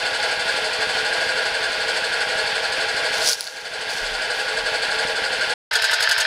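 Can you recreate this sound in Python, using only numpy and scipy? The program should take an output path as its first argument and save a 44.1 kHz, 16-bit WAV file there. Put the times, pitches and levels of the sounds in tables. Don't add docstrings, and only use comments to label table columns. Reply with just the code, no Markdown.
import sys
import numpy as np
from scipy import signal
from scipy.fft import rfft, irfft, next_fast_len
from scipy.io import wavfile
from scipy.ndimage import uniform_filter1d

SR = 44100
rng = np.random.default_rng(int(sys.argv[2]) if len(sys.argv) > 2 else 0)


def pcm_store(signal):
    levels = np.round(np.clip(np.atleast_2d(signal), -1, 1) * 32767)
    wavfile.write(sys.argv[1], SR, levels.astype(np.int16).T)


def invert_db(x):
    u = np.asarray(x, float) / 20
    return 10 ** u


N = 276066
T = np.arange(N) / SR
IDLE_PER_S = 12


def evened(x):
    return x / np.sqrt(np.mean(x ** 2) + 1e-20)


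def add(mix, s, sound):
    part = mix[round(s * SR):][:len(sound)]
    part += sound[:len(part)]


def coloured(x, points):
    size = next_fast_len(len(x))
    hz, db = np.transpose(points)
    f = np.fft.rfftfreq(size, 1 / SR) + 1
    gain = invert_db(np.interp(np.log(f), np.log(hz), db, left=-90, right=-90))
    return irfft(rfft(x, size) * gain, size)[:len(x)]


def rung(x, modes):
    t = np.arange(6000) / SR
    ring = np.zeros(len(t))
    for k, (hz, width_hz, db) in enumerate(modes):
        swell_and_die = t * np.exp(-4.9 * width_hz * t)
        level = (-1) ** k * invert_db(db) * width_hz ** 1.5
        ring += level * swell_and_die * np.sin(2 * np.pi * hz * t)
    return signal.oaconvolve(x, ring / np.linalg.norm(ring))[:len(x)]


def knocks(per_s, spread_db):
    chance, size, sign = rng.random((3, N))
    blow = invert_db(-spread_db * np.log(1 - .99 * size))
    return evened((chance < per_s / SR) * blow * np.sign(sign - .5))


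# time in seconds, firings per second.
SPEED = [(0, 11.485), (.62, 12.211), (.63, 11.819), (1.08, 12.94), (1.48, 11.483), (1.65, 11.172),
         (1.84, 12.717), (2.47, 11.401), (2.75, 12.028), (2.95, 12.68), (3.51, 10.792), (3.76, 12.855),
         (4.32, 11.57), (4.37, 10.763), (4.74, 12.21), (5.09, 11.876), (5.5, 11.73)]


def speed(t):
    return np.interp(t, *np.transpose(SPEED))


# exhaust pop, valve clatter, shroud shake, frame shake, all in dB.
EFFORT_DB = (1.2, 1.2, .6, 1.0)
SPREAD_DB = (2.2, .8, 1.3, 1.1)


def far_firings():
    t = T - .051
    s = np.interp(np.arange(67), np.cumsum(speed(t)) / SR, t)
    extra = speed(s)[:, None] - IDLE_PER_S
    chance = rng.standard_normal((len(s), 4)) * SPREAD_DB
    return np.c_[s, extra * EFFORT_DB + chance]


def burst(firings, column, shape):
    delay, rise, hold, fall, level_db, per_s = shape
    last = np.clip(np.searchsorted(firings[:, 0] + delay, T) - 1, 0, None)
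    since = np.maximum(T - firings[last, 0] - delay, 0)
    swell = (1 - np.exp(-since / rise)) * np.exp(-np.maximum(since - hold, 0) / fall)
    return invert_db(level_db + firings[last, column]) * swell * knocks(per_s, spread_db=3.0)


def pops(firings, level_db, width, pipe):
    u = (np.arange(800) / SR - 5 * width) / width
    pulse = (u + .6) * np.exp(-u ** 2 / 2)
    out = np.zeros(N)
    for s, db, *_ in firings[1:]:
        for delay, echo_db in pipe:
            add(out, s + delay - 6 * width, invert_db(level_db + db + echo_db) * pulse)
    return out


def engine(firings, drone, drone_db, hum_db, frame, shroud, head, puff, bursts):
    uneven = evened(uniform_filter1d(uniform_filter1d(rng.standard_normal(N), 900), 900))
    rattle = .9 * rng.standard_normal(N) + .4 * knocks(2500, spread_db=2.5)
    steady = invert_db(.9 * uneven) * rattle
    out = invert_db(drone_db) * evened(coloured(steady, drone))
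    out += rung(burst(firings, 4, bursts["frame"]) + invert_db(hum_db[0]) * steady, frame)
    out += rung(burst(firings, 3, bursts["shroud"]) + invert_db(hum_db[1]) * steady, shroud)
    out += rung(burst(firings, 2, bursts["head"]), head)
    gas = burst(firings, 2, bursts["puff"]) + burst(firings, 2, bursts["suck"])
    return out + coloured(gas, puff)


# pitch in Hz, level in dB per Hz.
FAR_DRONE = [(25, -38), (60, -31), (240, -29.5), (330, -23), (380, -24), (440, -14), (950, -14),
             (1240, -25), (1400, -14), (1750, -12), (1900, -14), (3500, -15), (3850, -20), (4500, -14),
             (6000, -30), (10000, -35), (11500, -46.5), (15500, -53.5)]
FAR_HUM_DB = (-34.5, -31)
# pitch in Hz, width in Hz, level in dB.
FAR_FRAME = [(452, 16, 0), (482, 25, -4), (535, 26, -2), (621, 24, 0), (690, 40, -2), (760, 70, -5),
             (842, 18, 0), (1125, 26, -8)]
FAR_SHROUD = [(1415, 35, -5), (1454, 24, -2), (1560, 70, -2), (1621, 30, 1), (1698, 45, -3),
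              (1888, 50, -12), (2177, 60, -11), (2301, 40, -13), (2767, 90, -12), (2966, 35, -11),
              (3478, 45, -12), (3539, 45, -11)]
FAR_HEAD = [(4086, 200, -2), (4398, 100, -1), (4635, 200, -2), (5080, 350, -5), (6450, 400, -11),
            (7600, 300, -11), (8200, 350, -10), (9500, 1200, -15)]
# pitch in Hz, level in dB per Hz.
FAR_PUFF = [(2000, -7), (5000, -2), (6000, -12), (6600, -7), (8200, -4), (10300, -9), (11300, -24),
            (15500, -30)]
FAR_BURSTS = {"frame": (.0, .008, .03, .03, -32, 1200), "shroud": (-.008, .012, .04, .025, -25.8, 1200),
              "head": (.014, .003, .018, .022, -28.3, 5000), "puff": (.014, .003, .022, .025, -30, 12000),
              "suck": (.042, .004, .01, .02, -37, 9000)}
# delay in seconds, level in dB.
FAR_PIPE = [(0, 0), (.0105, -8), (.022, -7), (.031, -12)]


def far_engine():
    firings = far_firings()
    drone_db = -25.2 + .9 * (speed(T) - IDLE_PER_S)
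    body = engine(firings, FAR_DRONE, drone_db, FAR_HUM_DB, FAR_FRAME, FAR_SHROUD, FAR_HEAD,
                  FAR_PUFF, FAR_BURSTS)
    return body + pops(firings, level_db=-34.5, width=.0008, pipe=FAR_PIPE)


# start in seconds, level in dB, pitch in Hz, seconds to fade by 60 dB.
THUMPS = [
    (4.005, -26, 33, .4),
    (4.1, -31, 35, .35),
    (4.56, -40, 33, .9),
]


def rumble():
    out = invert_db(-59) * evened(rung(rng.standard_normal(N), [(34, 22, 0)]))
    t = np.arange(SR // 2) / SR
    for s, db, hz, t60 in THUMPS:
        fade = invert_db(db - 60 * t / t60) * (1 - np.exp(-t / .02))
        add(out, s, -fade * np.sin(2 * np.pi * hz * t))
    return out


def yard(x, t60, wet_db):
    t = np.arange(int(.4 * SR)) / SR
    echoes = (rng.random(len(t)) < 2000 / SR) * rng.standard_normal(len(t))
    tail = echoes * invert_db(-60 * t / t60) * (t > .004)
    return x + invert_db(wet_db) * signal.oaconvolve(x, tail / np.linalg.norm(tail))[:N]


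# start in seconds, hold in seconds, rustle in dB, rise and fall in dB per second.
STEPS = [
    (3.15, .07, -31.5, 500, 100),
    (3.28, .065, -17, 230, 500),
    (3.375, .06, -23.5, 400, 65),
    (3.9, .045, -32, 480, 60),
    (4.36, .04, -39, 200, 100),
]
# pitch in Hz, level in dB per Hz.
LEAVES = [(1200, -18), (2600, -10), (4400, 0), (5800, 0), (7200, -6), (8500, -10), (10000, -9),
          (11500, -17), (15500, -23)]


def leaves():
    levels = []
    for s, hold, db, rise, fall in STEPS:
        levels.append(db - rise * np.maximum(s - T, 0) - fall * np.maximum(T - s - hold, 0))
    level_db = np.max(levels, axis=0)
    per_s = np.maximum(4500 * invert_db(.5 * (level_db + 16)), 1500)
    crackle = knocks(per_s, spread_db=4.0) / np.sqrt(per_s / 600)
    return invert_db(level_db) * evened(coloured(crackle + .5 * rng.standard_normal(N), LEAVES))


# start in seconds, peak in dB, pitch in Hz, brightness in dB.
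SNAPS = [(3.1534, -17, 4520, -21), (3.1834, -14, 4610, -21), (3.2474, -11, 4600, -17),
         (3.275, -2, 4960, -23), (3.2804, -7, 4650, -16), (3.2874, -2, 5200, -18), (3.2944, -2, 5740, -18),
         (3.3004, -4, 5390, -21), (3.3154, -7, 4610, -17), (3.3234, -9, 4650, -17), (3.3314, -2, 4720, -24),
         (3.4077, -7.5, 4680, -14), (3.4281, -20, 4210, -21), (3.4414, -18, 4740, -16),
         (3.4684, -16, 4370, -25), (3.4745, -14, 4460, -24), (3.9054, -16, 4600, -17),
         (3.9354, -22, 4470, -18)]


def twigs():
    out = np.zeros(N)
    t = np.arange(200) / SR
    fold = t / .0003 * np.exp(1 - t / .0003)
    for s, db, hz, bright_db in SNAPS:
        grit = rng.standard_normal(len(t))
        low = np.sin(2 * np.pi * hz * t) * fold
        high = (np.sin(2 * np.pi * 9800 * t) + .55 * grit) * fold
        add(out, s + .0005, .7 * invert_db(db - duck_db(s)) * (low + invert_db(bright_db + 9) * high))
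    return out


def duck_db(s):
    since = np.asarray(s) - 3.25
    fall = np.sin(np.pi / 2 * np.clip(since / .13, 0, 1)) ** 2
    return -12 * fall * np.exp(-np.maximum(since - .3, 0) / .36)


# start in seconds, strength in dB, shroud slap before, with and after it in dB.
NEAR_FIRINGS = [
    (5.645, 0, -30, -30, -30),
    (5.7295, .5, -14, -25, -16),
    (5.818, .8, -25, -15, -11),
    (5.909, -1.2, -18, -25, -13),
    (6.002, -.3, -13, -12, -20),
    (6.0885, .4, -6.5, -15, -11),
    (6.178, 1.5, -11, -14, -20),
    (6.2655, 0, -9, -30, -30),
]
SLAP_DELAYS_S = (-.0145, .0042, .0242)


def slaps():
    hits = np.zeros(N)
    for s, _, *levels in NEAR_FIRINGS:
        for delay, db in zip(SLAP_DELAYS_S, levels):
            add(hits, s + delay, invert_db([db + 16]))
    return rung(hits, [(1520, 200, 0), (1720, 200, -2), (3400, 700, -12), (4800, 600, -12)])


# pitch in Hz, level in dB per Hz.
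NEAR_DRONE = [(40, -50), (110, -43), (260, -42), (320, -30), (400, -30), (520, -15), (1000, -16),
              (1220, -21), (1400, -12), (1750, -10), (1900, -12.5), (3600, -14), (5200, -13), (5900, -28),
              (10000, -39), (15500, -57)]
NEAR_HUM_DB = (-41, -27.5)
# pitch in Hz, width in Hz, level in dB.
NEAR_FRAME = [(452, 20, -3), (600, 90, -4), (694, 40, -1), (850, 90, -4), (970, 80, -4)]
NEAR_SHROUD = [(1290, 30, -11), (1448, 30, -1), (1577, 50, 0), (1723, 60, -2), (2762, 60, -10),
               (2977, 60, -9), (3338, 50, -8), (3580, 60, -8)]
NEAR_HEAD = [(4118, 200, -2), (4495, 200, -2), (4850, 300, 0), (6223, 300, -5), (6761, 300, -6),
             (7698, 300, -9), (8200, 400, -8), (9800, 1500, -8)]
# pitch in Hz, level in dB per Hz.
NEAR_PUFF = [(1800, -5), (3500, -2), (5200, 2), (5900, -8), (6700, -5), (10500, -9), (12300, -16),
             (14000, -15), (15500, -24)]
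NEAR_BURSTS = {"frame": (.0, .004, .025, .02, -33, 600), "shroud": (.0, .004, .03, .015, -23, 600),
               "head": (.021, .003, .007, .011, -20, 3500), "puff": (-.001, .003, .009, .007, -16, 3500),
               "suck": (.021, .002, .007, .012, -18, 3500)}
# delay in seconds, level in dB.
NEAR_PIPE = [(.005, 0), (.016, -8), (.027, -5)]


def near_engine():
    firings = np.array(NEAR_FIRINGS)[:, [0, 1, 1, 1, 1]]
    body = engine(firings, NEAR_DRONE, -23.5, NEAR_HUM_DB, NEAR_FRAME, NEAR_SHROUD, NEAR_HEAD,
                  NEAR_PUFF, NEAR_BURSTS)
    echoing = yard(body + slaps(), t60=.1, wet_db=-14)
    return echoing + pops(firings[:-1], level_db=-41.5, width=.0018, pipe=NEAR_PIPE)


CUT_S = (5.5395, 5.7095)


def scene():
    boot = yard(leaves() + twigs(), t60=.04, wet_db=-16)
    far = far_engine() + boot + rumble()
    near = near_engine() + invert_db(-6) * rumble()
    return np.tile(np.where(T < CUT_S[0], far, near), (2, 1))


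def top_cut(x):
    return signal.sosfilt(signal.butter(12, 16480, fs=SR, output="sos"), x)


def record(dry):
    x = dry * invert_db(duck_db(T))
    x = signal.lfilter(*signal.butter(1, 12, "high", fs=SR), x)
    for hz in (7415, 2 * 7415):
        x = signal.lfilter(*signal.iirnotch(hz, hz / 90, SR), x)
    outside = np.maximum(CUT_S[0] - T, (T - CUT_S[1]) / 2)
    x = x * np.clip(outside / .0015, 0, 1) ** 2
    band_limit = signal.firwin(401, 15750, window=("kaiser", 8), fs=SR)
    x = signal.oaconvolve(x, band_limit[None], "same")
    return top_cut(x)


dry = scene()
out = record(dry)
pcm_store(out)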